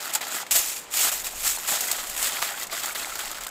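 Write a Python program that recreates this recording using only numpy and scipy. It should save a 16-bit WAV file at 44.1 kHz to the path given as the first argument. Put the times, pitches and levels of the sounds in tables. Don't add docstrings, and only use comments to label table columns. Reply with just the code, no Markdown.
import sys
import numpy as np
from scipy import signal
from scipy.fft import rfft, irfft
from scipy.io import wavfile
from scipy.ndimage import uniform_filter1d

SR = 44100
rng = np.random.default_rng(int(sys.argv[2]) if len(sys.argv) > 2 else 0)


def undo_db(level):
    steps = np.asarray(level, float) / 20
    return 10 ** steps


def unload_audio(sound):
    columns = np.transpose(np.atleast_2d(sound))
    steps = np.round(np.clip(columns, -1, 1) * 32767)
    wavfile.write(sys.argv[1], SR, steps.astype(np.int16))


N = 154350

# [f/Hz, level/dB]
AIR_SPECTRUM = [(35, -34), (60, -16.5), (579, -4), (1090, -4), (1550, -7), (2410, -8), (14200, -25.5),
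                (16000, -50)]
# [t/s, length/s, start effort level/dB, end effort level/dB]
TUCK_STROKES = [
    (0.001, 0.067, -36, -36.5),
    (0.033, 0.044, -39.5, -33),
    (0.09, 0.023, -37.5, -37),
    (0.12, 0.021, -41, -28.5),
    (0.151, 0.048, -20.5, -50),
    (0.207, 0.05, -33.5, -37.5),
    (0.268, 0.078, -41, -30),
    (0.343, 0.084, -29, -36.5),
    (0.45, 0.08, -61, -54),
]
# [t/s, length/s, start effort level/dB, end effort level/dB]
SMOOTHING_STROKES = [(0.508, 0.058, -18.5, -21.5), (0.552, 0.053, -15, -20.5), (0.611, 0.065, -28.5, -26),
                     (0.682, 0.088, -25.5, -35.5), (0.761, 0.039, -29, -35.5), (0.807, 0.039, -39, -46),
                     (.86, .04, -61, -55), (0.902, .03, -44.5, -29), (0.936, 0.075, -24.5, -19.5),
                     (1.008, 0.087, -17.5, -22.5), (1.114, 0.11, -24.5, -33.5), (1.236, 0.03, -35, -27),
                     (1.272, 0.059, -34, -38), (1.33, 0.09, -39.5, -29), (1.432, 0.033, -29.5, -19.5),
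                     (1.468, 0.1, -19, -30.5), (1.586, 0.11, -34, -32.5), (1.674, 0.088, -23.5, -24),
                     (1.764, 0.064, -30, -29.5), (1.808, 0.049, -35, -26), (1.869, 0.1, -27.5, -36),
                     (1.92, 0.12, -32.5, -32.5), (2.042, 0.109, -37, -32.5)]
# [t/s, length/s, start effort level/dB, end effort level/dB]
FOLDING_STROKES = [(2.161, 0.054, -28, -27.5), (2.216, 0.065, -25.5, -25), (2.283, 0.16, -29, -34),
                   (2.417, 0.12, -26.5, -36.5), (2.545, 0.077, -39.5, -32.5), (2.619, 0.025, -36, -35.5),
                   (2.704, 0.024, -41, -31), (2.729, 0.08, -33.5, -32.5), (2.816, 0.036, -33.5, -30),
                   (2.859, 0.068, -32, -34.5), (2.947, 0.095, -30, -34), (3.053, 0.18, -35, -41.5),
                   (3.181, 0.084, -35.5, -38), (3.262, 0.07, -37, -40), (3.343, 0.048, -39, -42.5),
                   (3.405, 0.047, -37.5, -44.5)]
# [t/s, pressure level/dB]
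HAND_PRESSURE = [(0, 0.5), (.13, -2.5), (.15, -7.5), (.19, 2), (.49, -8), (.51, -16.5), (.78, -24),
                 (1.1, -10.5), (1.3, -12), (1.5, -15), (1.7, -7.5), (1.9, -6.5), (2.1, -8), (2.22, -9.5),
                 (2.37, -1.5), (2.63, -3), (2.95, -4.5), (3.5, 2.5)]
# [f/Hz, level/dB]
CRACKLE_SPECTRUM = [(300, -21.5), (1000, -11), (2500, -3), (5000, -0.5), (9000, -1.5), (12000, 0.5),
                    (15000, 0.5), (16500, -32)]
# [f/Hz, level/dB]
FACET_SPECTRUM = [(60, -30.5), (250, -8), (500, -11), (750, -5.5), (1500, 3.5), (2500, -2.5), (5000, -3.5),
                  (15000, -50.5)]
# [f/Hz, width/Hz, level/dB]
PACKET_RESONANCES = [(646, 294, 7.5), (825, 68, 6.5), (1500, 93, -1)]
# [t/s, peak level/dB]
CREASE_CLICKS = [(.0558, -23), (.3167, -28), (1.4293, -18), (1.498, -25), (1.676, -29), (1.713, -14),
                 (1.9152, -12), (1.926, -15), (1.965, -22), (2.177, -16), (2.2427, -10), (2.270, -16),
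                 (2.277, -21), (2.295, -22), (2.598, -21), (2.6315, -16.5), (2.637, -18), (2.800, -21),
                 (2.8336, -15.5), (2.858, -11.5), (3.02, -27), (3.031, -30), (3.191, -17), (3.195, -23),
                 (3.205, -22), (3.212, -19), (3.256, -18), (3.3837, -24), (3.4091, -24), (3.4352, -18.5),
                 (3.447, -22), (3.4683, -16), (3.4815, -25), (3.489, -25)]
# [t/s, peak level/dB, low part level/dB]
CREASE_SNAPS = [(0.136, -12.5, -23), (0.149, -6, -32), (0.211, -22, -6), (0.267, -21, -4),
                (0.281, -20, -22), (0.349, -16, -14), (0.359, -20, -12), (0.4, -22, -10),
                (0.465, -27.5, -2), (0.509, -9, -25), (0.519, -6.5, -42), (0.937, -14, -21),
                (1.243, -19, -27), (1.267, -14, -20), (1.583, -18, -9), (1.806, -8, -43),
                (1.913, -6.5, -25), (2.069, -19.5, -35), (2.096, -14.5, -21), (2.226, -8, -20),
                (2.668, -20.5, -28), (2.696, -34, 2), (3.154, -16, -7.5), (3.313, -16.5, -13),
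                (3.465, -26, 2)]
# [t/s, peak level/dB, f/Hz]
FACET_PINGS = [(0.1492, -17.5, 4740), (0.211, -29, 735), (0.229, -33, 1340), (0.267, -30, 900),
               (0.3168, -26, 4000), (0.4016, -24, 1250), (0.4639, -43, 4400), (0.4649, -36, 2150),
               (0.5188, -20, 2430), (0.5527, -28, 725), (0.9478, -32, 730), (1.0007, -25, 720),
               (1.0516, -30, 990), (1.1743, -40, 900), (1.2432, -26, 3830), (1.2671, -26, 2560),
               (1.2683, -33, 1160), (1.335, -34, 760), (1.494, -31, 1840), (1.5719, -26, 4220),
               (1.6762, -36, 735), (1.7341, -23, 3500), (2.0314, -30, 1610), (2.223, -27, 3010),
               (2.3686, -25, 2200), (2.4729, -24, 4300), (2.5412, -26, 2490), (2.624, -26, 4000),
               (2.6305, -30, 3190), (2.6375, -37, 4430), (2.6699, -36, 4130), (2.6969, -28.5, 2140),
               (2.7238, -31, 4050), (2.7273, -31, 635), (2.8934, -23, 1460), (2.9069, -25.5, 2240),
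               (3.0003, -28, 2580), (3.0313, -25, 4200), (3.071, -25.5, 786), (3.155, -26, 1420),
               (3.1897, -28, 1640), (3.2127, -27, 1540), (3.2356, -29.5, 816), (3.3833, -29, 1520),
               (3.4681, -32, 3620), (3.4816, -30, 1530)]
# [t/s, peak level/dB, f/Hz, ring T60/s]
FACET_POPS = [(0.156, -8.5, 870, 0.063), (0.324, -8, 1500, 0.025), (0.36, -21, 950, 0.03),
              (0.368, -12, 1270, 0.04), (0.388, -16, 1340, 0.04), (0.431, -10.5, 840, 0.026),
              (1.084, -18, 1860, 0.021), (1.574, -7, 920, 0.013), (1.78, -30, 1740, 0.03),
              (1.887, -8.5, 2030, 0.044), (2.031, -17, 1120, 0.035), (2.426, -7, 1225, 0.053),
              (2.512, -17.5, 793, 0.066), (2.542, -9, 1510, 0.033), (2.726, -12, 1190, 0.048),
              (3.047, -2.5, 2150, 0.011), (3.121, -9.5, 1326, 0.04), (3.188, -26, 1670, 0.03)]
# [t/s, level/dB]
WIND_GUSTS = [(.5, -66), (.58, -43), (.8, -65), (1.2, -47), (1.48, -44.5), (1.9, -63), (2.1, -47.5),
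              (2.4, -57), (2.9, -57), (3.15, -48), (3.5, -54)]
# [f/Hz, side level under mid/dB]
SIDE_SPECTRUM = [(30, -18), (120, -18), (500, -18.5), (2000, -30.5), (16000, -46)]


def evened(x):
    return x / np.sqrt(np.mean(x ** 2) + 1e-20)


def colour(x, spectrum):
    f, db = np.transpose(spectrum)
    hz = abs(np.fft.fftfreq(4096, 1 / SR))
    log_gain = np.interp(np.log(hz + 1), np.log(f), db) * np.log(10) / 20
    impulse = np.fft.ifft(np.exp(np.conj(signal.hilbert(log_gain)))).real[:2048]
    return signal.oaconvolve(x, impulse)[:len(x)]


def drift(span_s):
    size = max(round(span_s * SR), 1)
    once = uniform_filter1d(rng.standard_normal(N), size)
    return evened(uniform_filter1d(once, size))


def forest():
    return undo_db(-42.5) * evened(colour(rng.standard_normal(N), AIR_SPECTRUM))


def effort():
    attack_s, release_t60_s = 0.003, 0.08
    power = np.zeros(N + SR)
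    for start, length, from_db, to_db in TUCK_STROKES + SMOOTHING_STROKES + FOLDING_STROKES:
        t = np.arange(0, length + 0.1, 1 / SR)
        glide_db = np.interp(t, [0, length], [from_db, to_db])
        release_db = -60 * np.maximum(t - length, 0) / release_t60_s
        stroke = np.minimum(t / attack_s, 1) * undo_db(glide_db + release_db)
        power[round(start * SR):][:len(t)] += stroke ** 2
    return np.sqrt(power[:N])


def creases(per_s, spread_db, t60_s, spectrum, patches=40):
    draw = rng.random((N, 3))
    t = np.arange(2048) / SR
    happens = draw[:, 0] < per_s / SR
    size = happens * undo_db(spread_db * np.minimum(-np.log(draw[:, 1]), 4))
    patch = (draw[:, 2] * patches).astype(int)
    bands_hz = np.geomspace(500, 16000, num=12)
    out = np.zeros(N)
    for k, noise in enumerate(rng.standard_normal((patches, len(t)))):
        patch_t60_s = t60_s * (0.54 + 0.97 * k / patches)
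        ring = evened(noise * undo_db(-60 * t / patch_t60_s))
        patch_db = 4.5 * rng.standard_normal(len(bands_hz))
        ring = evened(colour(ring, np.transpose([bands_hz, patch_db])))
        out += signal.oaconvolve(size * (patch == k), ring)[:N]
    return evened(colour(out, spectrum))


def foil():
    press_db = np.interp(np.arange(N) / SR, *np.transpose(HAND_PRESSURE))
    clumps = drift(0.005)
    hand = effort()
    sparse = creases(per_s=5000, spread_db=2.6, t60_s=0.005, spectrum=CRACKLE_SPECTRUM)
    facet_gain = undo_db(2.5 + press_db + 1.2 * drift(0.03))
    facets = facet_gain * creases(per_s=900, spread_db=1, t60_s=0.026, spectrum=FACET_SPECTRUM)
    tick_spectrum = [(400, -20), (1500, 0), (9000, -5)]
    ticks = creases(per_s=260, spread_db=1.9, t60_s=0.006, spectrum=tick_spectrum)
    ticks *= undo_db(-5 + 0.9 * press_db)
    dense = np.clip((20 * np.log10(hand + 1e-9) + 34) / 20, 0, 0.75)
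    sizzle = evened(colour(rng.standard_normal(N), CRACKLE_SPECTRUM))
    crackle = np.sqrt(1 - dense) * sparse + np.sqrt(dense) * sizzle
    return hand * undo_db(0.8 * clumps) * (undo_db(-0.5) * crackle + facets + ticks)


def turned(x):
    z = signal.stft(x, nperseg=512)[2]
    swing = uniform_filter1d(rng.standard_normal(z.shape), size=24, axis=0)
    swing = uniform_filter1d(swing, size=5, axis=1)
    return signal.istft(z * undo_db(1.1 * evened(swing) - 0.5), nperseg=512)[1][:N]


def hollow(x):
    hz = np.fft.rfftfreq(N, 1 / SR)
    lift_db = sum(db / (1 + (2 * (hz - f) / width) ** 2) for f, width, db in PACKET_RESONANCES)
    return irfft(rfft(x) * undo_db(lift_db), N)


def clicks():
    rise_s, t60_s, level_db = 0.0011, 0.016, -1
    t = np.arange(1024) / SR
    out = np.zeros(N + 1024)
    for (s, db), noise in zip(CREASE_CLICKS, rng.standard_normal((len(CREASE_CLICKS), len(t)))):
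        shape = np.minimum(t / rise_s, 1) * undo_db(level_db + db - 60 * t / t60_s)
        out[round(s * SR):][:len(t)] += shape * noise
    return colour(out, CRACKLE_SPECTRUM)[:N]


def snaps():
    rise_s, ring_t60_s, tick_t60_s, tick_db = 0.0019, 0.044, 0.0015, -2
    t = np.arange(4096) / SR
    high, low = np.zeros(N + 4096), np.zeros(N + 4096)
    noises = rng.standard_normal((len(CREASE_SNAPS), 2, len(t)))
    for (s, db, low_db), (bright, dull) in zip(CREASE_SNAPS, noises):
        shape = np.minimum(t / rise_s, 1) * undo_db(db - 60 * t / ring_t60_s)
        shape *= 1 + undo_db(tick_db - 60 * t / tick_t60_s)
        at = round(s * SR)
        high[at:at + len(t)] += shape * evened(bright)
        low[at:at + len(t)] += shape * dull * undo_db(low_db)
    return undo_db(-6) * (colour(high, CRACKLE_SPECTRUM) + undo_db(11.5) * colour(low, FACET_SPECTRUM))[:N]


def pings():
    rise_s, t60_s, extra_cycles, level_db = 0.0013, 0.016, 9.3, 3.5
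    t = np.arange(2048) / SR
    out = np.zeros(N + 2048)
    for (s, db, hz), (turn, apart) in zip(FACET_PINGS, rng.random((len(FACET_PINGS), 2))):
        upper_hz = hz * (1.09 + 0.17 * apart)
        tones = np.sin(2 * np.pi * hz * t) + 0.21 * np.sin(2 * np.pi * (upper_hz * t + turn))
        fade_db = -60 * t / (t60_s + extra_cycles / hz)
        out[round(s * SR):][:len(t)] += np.minimum(t / rise_s, 1) * undo_db(level_db + db + fade_db) * tones
    return out[:N]


def pops():
    partials = [(1, 0.57), (1.13, 0.12), (1.62, 0.29), (3.1, 0.055)]
    t = np.arange(4096) / SR
    out = np.zeros(N + 4096)
    for s, db, hz, t60_s in FACET_POPS:
        tones = sum(share * np.sin(2 * np.pi * hz * ratio * t) for ratio, share in partials)
        out[round(s * SR):][:len(t)] -= undo_db(-11 + db - 60 * t / max(t60_s, 0.003)) * tones
    crack_s, crack_db = 2.4261, -1.5
    u = t / 0.00009
    out[round(crack_s * SR):][:len(t)] -= undo_db(crack_db) * (1 - u) * np.exp(-u / 2)
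    return colour(out[:N], [(200, -28), (750, 0)])


def breeze():
    band = signal.butter(2, [16, 45], "band", fs=SR, output="sos")
    rumble = signal.sosfilt(band, rng.standard_normal(N))
    wind_db = np.interp(np.arange(N) / SR, *np.transpose(WIND_GUSTS), left=-78)
    return undo_db(-2.5 + wind_db + 2 * drift(0.039)) * evened(rumble)


def scene():
    sheet = hollow(turned(foil()) + snaps())
    mid = sheet + pops() + pings() + clicks() + forest() + breeze()
    scatter = rng.standard_normal(400) * undo_db(-60 * np.arange(400) / 400)
    scattered = signal.oaconvolve(mid, scatter / np.linalg.norm(scatter))[:N]
    flicker = drift(0.044) * undo_db(6.3 * drift(0.037))
    side = colour(flicker * scattered, SIDE_SPECTRUM)
    return np.array([mid + side, mid - side])


def roll_off(x):
    return signal.sosfilt(signal.butter(12, 16640, fs=SR, output="sos"), x)


def record(dry):
    hz = np.fft.rfftfreq(N, 1 / SR)
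    plateau = 0.5 * (np.tanh((hz - 6485) / 500) - np.tanh((hz - 8536) / 150))
    notch_db = 15 * np.exp(-(2 * (hz - 5930) / 75) ** 2)
    edge_db = np.clip(hz - 15650, 0, 600) * 0.14
    gain = undo_db(7.5 * plateau - 2.5 - notch_db - edge_db)
    return roll_off(irfft(rfft(dry) * gain, N))


dry = scene()
out = record(dry)
unload_audio(out)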